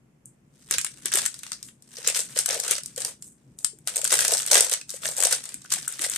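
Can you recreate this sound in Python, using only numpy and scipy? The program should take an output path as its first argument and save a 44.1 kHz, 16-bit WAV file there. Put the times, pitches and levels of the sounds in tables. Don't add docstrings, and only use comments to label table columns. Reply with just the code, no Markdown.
import sys
import numpy as np
from scipy import signal
from scipy.fft import rfft, irfft, next_fast_len
from scipy.io import wavfile
from scipy.ndimage import uniform_filter1d, map_coordinates

SR = 44100
rng = np.random.default_rng(int(sys.argv[2]) if len(sys.argv) > 2 else 0)


def put_to_file(sound):
    columns = np.atleast_2d(sound).T
    safe = np.clip(columns, -1, 1)
    whole_steps = np.round(safe * 32767)
    wavfile.write(sys.argv[1], SR, whole_steps.astype(np.int16))


N = 272097

# start in seconds, crack level in dB,
# lower treble relative to the crack in dB, film body relative to the crack in dB.
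SNAPS = [(0.2567, -29.5, -39, -43), (0.7102, -4.5, -15, -15.5), (0.7392, -15.5, -3.5, -6),
         (0.7832, -4, -13.5, -15), (0.79, -15, -6.5, -14), (0.8132, -14.5, -5, -17.5),
         (0.8466, -8, -13.5, -17), (0.8643, -22, -5.5, -4.5), (1.057, -8.5, -6, -17),
         (1.1189, -14, -14.5, -12), (1.1377, -4.5, -12, -16), (1.1555, -3, -17, -17),
         (1.229, -34.5, -17, 8.5), (1.2543, -12, -10, -12.5), (1.261, -8.5, -11, -14.5),
         (1.3424, -22.5, -3.5, -10.5), (1.3907, -26.5, -3, -22), (1.4332, -20, -9.5, -8),
         (1.4655, -30, -1.5, -2.5), (1.5187, -17.5, -1, -7.5), (1.5304, -22.5, 1, -20),
         (1.6282, -23, -2, -19), (1.6863, -35.5, -5, -3.5), (1.8232, -34.5, -9.5, -27.5),
         (1.9572, -30, -1, -21.5), (2.074, -2.5, -8, -22.5), (2.0853, -11.5, -16, -9.5),
         (2.147, -15.5, 2.5, -6), (2.1585, -24.5, -1, -17.5), (2.355, -34, -4, -10.5),
         (2.375, -12.5, -8, -12), (2.389, -6.5, -6, -19.5), (2.4597, -6.5, -10, -18.5),
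         (2.489, -11, -4, -17), (2.507, -11.5, -1, -18), (2.5287, -16.5, -6, -20.5),
         (2.544, -15.5, -3, -22), (2.6, -10, -4.5, -26.5), (2.6368, -18, -2, -20), (2.6796, -14, -4.5, -20),
         (2.7101, -2.5, -8.5, -21.5), (2.7817, -16.5, -5.5, -11.5), (2.8348, -21, -7, -29),
         (2.8597, -18, -5, -26.5), (2.9617, -24, -5.5, -25), (2.978, -15, -6, -12.5),
         (3.0044, -18, -10, -22.5), (3.019, -16.5, -3, -14), (3.0487, -10.5, -9, -18),
         (3.2237, -22.5, -11.5, -24), (3.5882, -23, -13.5, -33), (3.6458, -3.5, -12, -20),
         (3.7873, -33.5, -31, -23.5), (3.874, -11, -3, -13.5), (3.8817, -14, -7, -10.5),
         (3.8943, -21.5, -8, -20.5), (3.9587, -12.5, -12.5, -15), (3.9674, -9.5, -14, -23),
         (4.0158, -14.5, -10, -14), (4.0432, -7, -20, -22), (4.0497, -8, -13.5, -15), (4.076, -11, -6, -22),
         (4.1195, -7, -7.5, -18), (4.141, -14.5, -5, -20.5), (4.155, -11, -7, -12),
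         (4.1705, -11, -6.5, -16.5), (4.182, -15, -3.5, -13.5), (4.19, -5, -7, -10),
         (4.2067, -6.5, -7, -16.5), (4.2224, -13, -8, -15), (4.2498, -7, -4.5, -14.5),
         (4.2799, -4, -10.5, -23), (4.308, -11, -7, -11.5), (4.3195, -12, -5.5, -13),
         (4.3367, -7.5, -1.5, -23), (4.3702, -14, -4, -16.5), (4.379, -12, -2, -17),
         (4.4301, -22, -13, -17), (4.4635, -8, -25, -23), (4.476, -13, -10, -16.5),
         (4.5193, -14.5, -2.5, -17), (4.5365, -10.5, -2.5, -14), (4.5451, -3, -11.5, -13),
         (4.5777, -4.5, -6.5, -17), (4.6074, 0.5, -8.5, -22.5), (4.6463, -8.5, -14, -24),
         (4.6965, -12, -7, -15.5), (4.7137, -8.5, -14.5, -19), (4.729, -8.5, -11.5, -17),
         (4.7368, -6.5, -8, -17.5), (4.813, -24.5, 0, -14.5), (4.8934, -21, -1, -18.5),
         (4.9035, -15, -8.5, -25), (5.033, -28.5, -6, 4), (5.0555, -18, 0, -3.5), (5.0775, -19, 3, -38),
         (5.1662, -14, -14.5, -48), (5.1775, -17.5, -5, -22.5), (5.224, -19, -3.5, -21),
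         (5.2707, -7.5, -10, -23), (5.3268, -3.5, -5.5, -22), (5.439, -23, -4, -16),
         (5.4551, -21.5, -10.5, -21.5), (5.4907, -23.5, -6, -14), (5.5425, -17.5, -20, -19.5),
         (5.6186, -33.5, -3.5, -15.5), (5.7034, -23.5, 0, -14), (5.7215, -12, 1, -14.5),
         (5.7253, -7.5, -18, -20.5), (5.7375, -7.5, -16.5, -13.5), (5.879, -7.5, -34, -26),
         (5.9238, -20.5, -12, -32), (5.9928, -17.5, -8.5, -8.5), (6.0105, -25.5, -8, -14),
         (6.019, -10, -18, -17), (6.041, -10.5, -4, -11.5), (6.0512, -18, -5, -12),
         (6.098, -9.5, -21, -27.5), (6.116, -19, -5.5, -15), (6.1604, -11, -9, -9)]


def snaps(steps=2):
    s, db, sizzle_db, film_db = np.repeat(SNAPS, steps, axis=0).T
    luck = rng.random((len(s), 3))
    step = np.arange(len(s)) % steps
    step_s = s - 0.0003 + 0.0022 * step * (0.5 + luck[:, 0])
    step_db = db - 7 * step * (0.5 + luck[:, 1])
    pan_db = 3 + 5 * (luck[:, 2] - 0.5)
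    return packet(step_s, step_db, sizzle_db, film_db, pan_db)


# frequency in Hz, relative spectral density in dB.
CRACK_SPECTRUM = [(4500, -42), (6300, -10), (7200, -3), (8400, 0.5), (9600, -6.5), (11200, -13),
                  (13800, -17), (14500, -30), (14800, -52.5)]
# frequency in Hz, relative spectral density in dB.
SIZZLE_SPECTRUM = [(2600, -52), (3800, -4), (5200, 0.5), (6400, 3), (8500, -42.5)]
# frequency in Hz, relative spectral density in dB.
FILM_SPECTRUM = [(700, -52.5), (1100, -5.5), (1500, 2), (2400, 1), (3600, 4), (5500, -18.5)]


def packet(s, db, sizzle_db, film_db, pan_db):
    luck = rng.random((len(s), 2))
    crack = coloured(puffs(s, db, pan_db, t60=0.007, alike=0.3), CRACK_SPECTRUM)
    sizzle = coloured(puffs(s, db + sizzle_db, pan_db - 3, t60=0.0073, alike=0.12), SIZZLE_SPECTRUM)
    rattle = coloured(puffs(s, db + film_db, pan_db - 3, t60=0.046, alike=0.7), FILM_SPECTRUM)
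    large_hz = 1150 * 3.02 ** luck[:, 0]
    small_hz = 4500 * 2.6 ** luck[:, 1]
    large = rings(s, db + film_db - 3, pan_db + 2, large_hz, peak_rad=2.94, turn=0.41, lead=1.68, size=224)
    small = rings(s, db + sizzle_db / 2 - 6.5, pan_db, small_hz, peak_rad=4.5, turn=1.6, size=128)
    return crack + sizzle + rattle + large + small


# frequency in Hz, relative spectral density in dB.
BAG_AIR_SPECTRUM = [(200, -31), (380, -3.5), (500, 5.5), (720, 0.5), (1000, -6), (1600, -38)]


def crackle(count=3100):
    luck = rng.random((count, 6))
    first_s = HANDLING[0][0]
    s = first_s + luck[:, 0] * (N / SR - first_s)
    db, film_db, air_db = squeezing(s)
    force = np.clip((db + 60) / 40, 0.2, 1)
    clump_db = 2.67 * wobble(35)[(s * SR).astype(int)]
    crease_db = -4.93 * np.log(luck[:, 1] + 0.033) - 5.5
    db = db + force * (clump_db + crease_db)
    pan_db = 3 + 8 * (luck[:, 4] - 0.5)
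    puff_db = db + air_db + 9 * (luck[:, 3] - 0.5)
    air = coloured(puffs(s, puff_db, pan_db + 0.5, t60=0.017, alike=0.92), BAG_AIR_SPECTRUM)
    sizzle_db = film_db + 5 + 22 * (luck[:, 5] - 0.5)
    body_db = film_db + 18 * (luck[:, 2] - 0.5)
    return air + packet(s, db, sizzle_db, body_db, pan_db)


# moment of full force in seconds, time held in seconds,
# crackle level in dB, film body relative to it in dB, bag air relative to it in dB.
GRIPS = [(0.261, 0.014, -51.5, -35, -35), (0.718, 0.0071, -26, -7.5, -19.5), (.79, 0.13, -45, -5.5, -25),
         (1.058, 0.0081, -34, -3.5, -17.5), (1.121, 0.013, -25.5, -2.5, -17),
         (1.142, 0.038, -17.5, -13.5, -19.5), (1.258, 0.0043, -39, 0.5, -2),
         (1.527, 0.014, -41.5, -14.5, -19), (1.635, 0.043, -42, -24, -35), (1.962, 0.071, -35.5, -9, -16),
         (2.054, 0.0081, -28, -3.5, -17.5), (2.079, 0.011, -22.5, -8.5, -18),
         (2.154, 0.028, -15, -17, -23.5), (2.37, 0.018, -19.5, -12.5, -21.5),
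         (2.491, 0.085, -25.5, -10, -8), (2.64, 0.069, -24, -13.5, -14), (2.703, 0.0099, -19, -12, -20),
         (2.981, 0.066, -29.5, -16, -17.5), (3.047, 0.0067, -25, -15, -17.5),
         (3.23, 0.048, -39.5, -30.5, -34), (3.59, 0.076, -42, -25, -20.5), (3.879, 0.05, -31.5, -13, -15.5),
         (3.962, 0.011, -26.5, -17.5, -15.5), (4.044, 0.029, -27, -10, -12), (4.125, 0.12, -20, -12.5, -16),
         (4.231, 0.064, -25.5, -14, -11), (4.317, 0.023, -19.5, -18, -13), (4.517, 0.053, -11.5, -13, -14),
         (4.61, 0.023, -22, -12, -13), (4.716, 0.0058, -26.5, -9, -14), (4.901, 0.052, -32.5, -17, -29),
         (5.031, 0.081, -25.5, -17, -17.5), (5.178, 0.059, -18, -16.5, -19), (5.276, 0.053, -18, -13, -18),
         (5.445, 0.088, -40.5, -11, -17.5), (5.642, 0.012, -43, -13, -15),
         (5.724, 0.014, -20.5, -13.5, -25), (5.886, 0.1, -35, -11.5, 1), (6.013, 0.052, -23, -16, -18)]
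TIGHTEN_DB_PER_S, LET_GO_DB_PER_S = 894, 261
# time in seconds, crackle level in dB.
HANDLING = [(.25, -79.5), (.5, -74), (.54, -62), (.69, -42), (.97, -45.5), (1.05, -43), (1.5, -43.5),
            (1.8, -68.5), (1.94, -42), (2.3, -39.5), (2.9, -48.5), (3.15, -59.5), (3.5, -68.5),
            (3.84, -65.5), (4.1, -23), (4.48, -28.5), (4.87, -62), (5.0, -43), (5.65, -50.5), (5.8, -37),
            (6.17, -28)]
HANDLING_FILM_DB, HANDLING_AIR_DB = -13, -24


def squeezing(s):
    full, held, db, film_db, air_db = np.transpose(GRIPS)[:, :, None]
    tightening = TIGHTEN_DB_PER_S * np.maximum(full - s, 0)
    letting_go = LET_GO_DB_PER_S * np.maximum(s - full - held, 0)
    handling = np.interp(s, *np.transpose(HANDLING))
    level = np.vstack([db - tightening - letting_go, handling])
    which = level.argmax(axis=0)
    film = np.append(film_db, HANDLING_FILM_DB)[which]
    air = np.append(air_db, HANDLING_AIR_DB)[which]
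    return level.max(axis=0), film, air


# start in seconds, relative level in dB, pitch in Hz.
PANELS = [(1.1183, -29, 1640), (2.681, -27.5, 1510), (4.1908, -22.5, 1520), (4.2506, -21.5, 1760),
          (4.815, -33, 2600), (5.0579, -19, 1770), (5.3334, -21.5, 1480), (5.651, -35, 1470),
          (5.878, -26.5, 1460), (6.049, -22, 2000)]


def panels():
    s, db, hz = np.transpose(PANELS)
    pan_db = np.full(len(s), -0.6)
    return rings(s - 0.0015, db - 1.5, pan_db, hz, peak_rad=11, turn=0.44, size=768)


# start in seconds, relative level in dB, pitch in Hz.
BOOMS = [(0.709, -42, 396), (1.054, -40.5, 356), (1.15, -33.5, 385), (1.986, -41, 490), (2.076, -32.5, 485),
         (2.367, -31, 538), (2.506, -35.5, 530), (2.565, -32, 567), (2.712, -34, 440), (2.784, -42.5, 570),
         (2.978, -32, 507), (3.873, -42.5, 716), (4.034, -39, 560), (4.121, -33.5, 523), (4.298, -35, 620),
         (4.525, -26, 623), (4.576, -27, 504), (4.608, -29, 483), (4.942, -38, 530), (5.055, -36, 630),
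         (5.193, -34, 774), (5.27, -30, 710), (3.733, -52, 406), (5.331, -39.5, 457), (5.547, -45.5, 253),
         (5.77, -42, 750), (5.997, -44, 313)]
# start in seconds, relative level in dB.
JOLTS = [(0.71, -52.5), (0.782, -47), (3.646, -53), (4.547, -47)]


def booms():
    s, db, hz = np.transpose(BOOMS)
    air = rings(s - 0.0015, db + 3, np.full(len(s), 5.0), hz, peak_rad=9.8, turn=0.29, size=1024)
    s, db = np.transpose(JOLTS)
    hz = np.full(len(s), 110.0)
    jolts = rings(s - 0.0015, db + 17, np.full(len(s), 5.0), hz, peak_rad=0.33, turn=0.34)
    return air + jolts


def puffs(s, db, pan_db, t60, alike, size=192):
    t = np.arange(size) / SR
    draw = rng.standard_normal((len(s), 3 * size + 1))
    life = t60 * amp(2.5 * draw[:, -1:])
    shape = amp(-60 * t / life) * (1 - np.exp(-t / 0.00062))
    common, left, right = np.split(draw[:, :-1], 3, axis=1)
    ports = []
    for own in (left, right):
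        puff = shape * (np.sqrt(alike) * common + np.sqrt(1 - alike) * own)
        ports.append(amp(db[:, None]) * puff / np.abs(puff).max(axis=1, keepdims=True))
    return placed(s, pan_db, ports)


def rings(s, db, pan_db, hz, peak_rad, turn, lead=0, size=512):
    phase = 2 * np.pi * hz[:, None] * np.arange(size) / SR
    draw = rng.standard_normal((len(s), 2))
    fade = phase / (peak_rad * amp(2 * draw[:, :1]))
    shape = amp(db[:, None]) * np.e * fade * np.exp(-fade) * np.hanning(2 * size)[size:]
    apart = lead + turn * draw[:, 1:]
    return placed(s, pan_db, [shape * np.sin(phase + side * apart) for side in (0.5, -0.5)])


def placed(s, pan_db, ports):
    size = ports[0].shape[1]
    start = np.round(np.clip(s, 0, N / SR) * SR).astype(int)
    at = (start[:, None] + np.arange(size)).ravel()
    trains = []
    for side, port in zip((0.5, -0.5), ports):
        panned = amp(side * pan_db)[:, None] * port
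        trains.append(np.bincount(at, panned.ravel(), N + size + 1)[:N])
    return np.array(trains)


# delay in seconds, relative level in dB.
WALLS = [(.0045, -21), (.009, -19), (.014, -21), (.019, -18), (.025, -22)]
# frequency in Hz, time to decay by 60 dB in seconds.
ROOM_T60 = [(400, 0.074), (1500, 0.17), (4000, 0.2), (9000, 0.21), (15000, 0.02)]
# frequency in Hz, relative response in dB.
DIFFUSE = [(300, -2), (2000, 6), (5000, 5), (7000, 3), (8400, 4.5), (10000, 7), (15000, -4.5)]


def room(x, piece=8192):
    wet = np.zeros((2, N + piece + SR))
    for start in range(0, N, piece):
        noise = rng.standard_normal((2, SR // 3))
        hz, t, z = signal.stft(noise, SR, nperseg=256)
        decay = amp(-60 * t / along(ROOM_T60, hz)[:, None])
        tail = signal.istft(z * decay, SR, nperseg=256)[1]
        tail = amp(-11) * tail / np.linalg.norm(tail[0])
        tail = tail * (1 - np.exp(-np.arange(tail.shape[1]) / SR / 0.0016))
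        for s, db in WALLS:
            tail[[0, 1], round(s * SR) + rng.integers(0, 30, 2)] += amp(db)
        answer = signal.fftconvolve(x[:, start:start + piece], tail, axes=1)
        wet[:, start:start + answer.shape[1]] += answer
    return coloured(wet, DIFFUSE)


# frequency in Hz, relative spectral density in dB.
RUMBLE_SPECTRUM = [(25, -34.5), (55, -6.5), (105, -9), (135, 7), (165, -0.5), (250, -2), (380, -11),
                   (500, -19), (900, -45.5), (1500, -85.5)]
# frequency in Hz, relative spectral density in dB.
HISS_SPECTRUM = [(500, 15.5), (1300, 7.5), (2500, 4), (4000, -6.5), (7500, 0), (14300, -11), (14900, -44)]
RUMBLE_DB, SWELL_DB = -59, 2.5
RUMBLE_FOLLOWS = 0.039


def background():
    common, left, right = coloured(rng.standard_normal((3, N)), RUMBLE_SPECTRUM)
    hop = 441
    effort_db = np.repeat(squeezing(np.arange(0, N, hop) / SR)[0], hop)[:N]
    effort_db = uniform_filter1d(effort_db, size=SR // 4)
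    follow_db = RUMBLE_FOLLOWS * (effort_db - effort_db.mean())
    level = amp(RUMBLE_DB + SWELL_DB * wobble(14) + follow_db)
    rumble = level * (common * amp([[0.8], [-0.8]]) + 0.075 * np.array([left, right]))
    hiss = amp(-69) * coloured(rng.standard_normal((2, N)), HISS_SPECTRUM)
    return rumble + hiss


def coloured(x, spectrum):
    hz = np.fft.rfftfreq(4096, 1 / SR)
    cepstrum = irfft(np.log(amp(along(spectrum, hz))))
    cepstrum[1:2048] *= 2
    cepstrum[2049:] = 0
    pulse = irfft(np.exp(rfft(cepstrum)))
    return signal.fftconvolve(x, pulse[None] / np.linalg.norm(pulse), axes=1)[:, :N]


def wobble(rate):
    knots = rng.standard_normal(int(N * rate / SR) + 4)
    return map_coordinates(knots, [np.arange(N) * rate / SR])


def along(points, hz):
    f, v = np.transpose(points)
    return np.interp(np.log(hz + 1), np.log(f + 1), v)


def amp(db):
    return 10 ** (np.asarray(db) / 20)


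def scene():
    near = snaps() + panels() + booms() + crackle()
    return near + room(near) + background()


def record(dry):
    top_hz = 15536
    m = next_fast_len(N + 4096)
    clipped = np.clip(dry, -1, 1)
    kept = np.fft.rfftfreq(m, 1 / SR) < top_hz
    limited = irfft(rfft(clipped, m) * kept, m)[:, :N]
    return np.clip(limited, -1, 1)


dry = scene()
out = record(dry)
put_to_file(out)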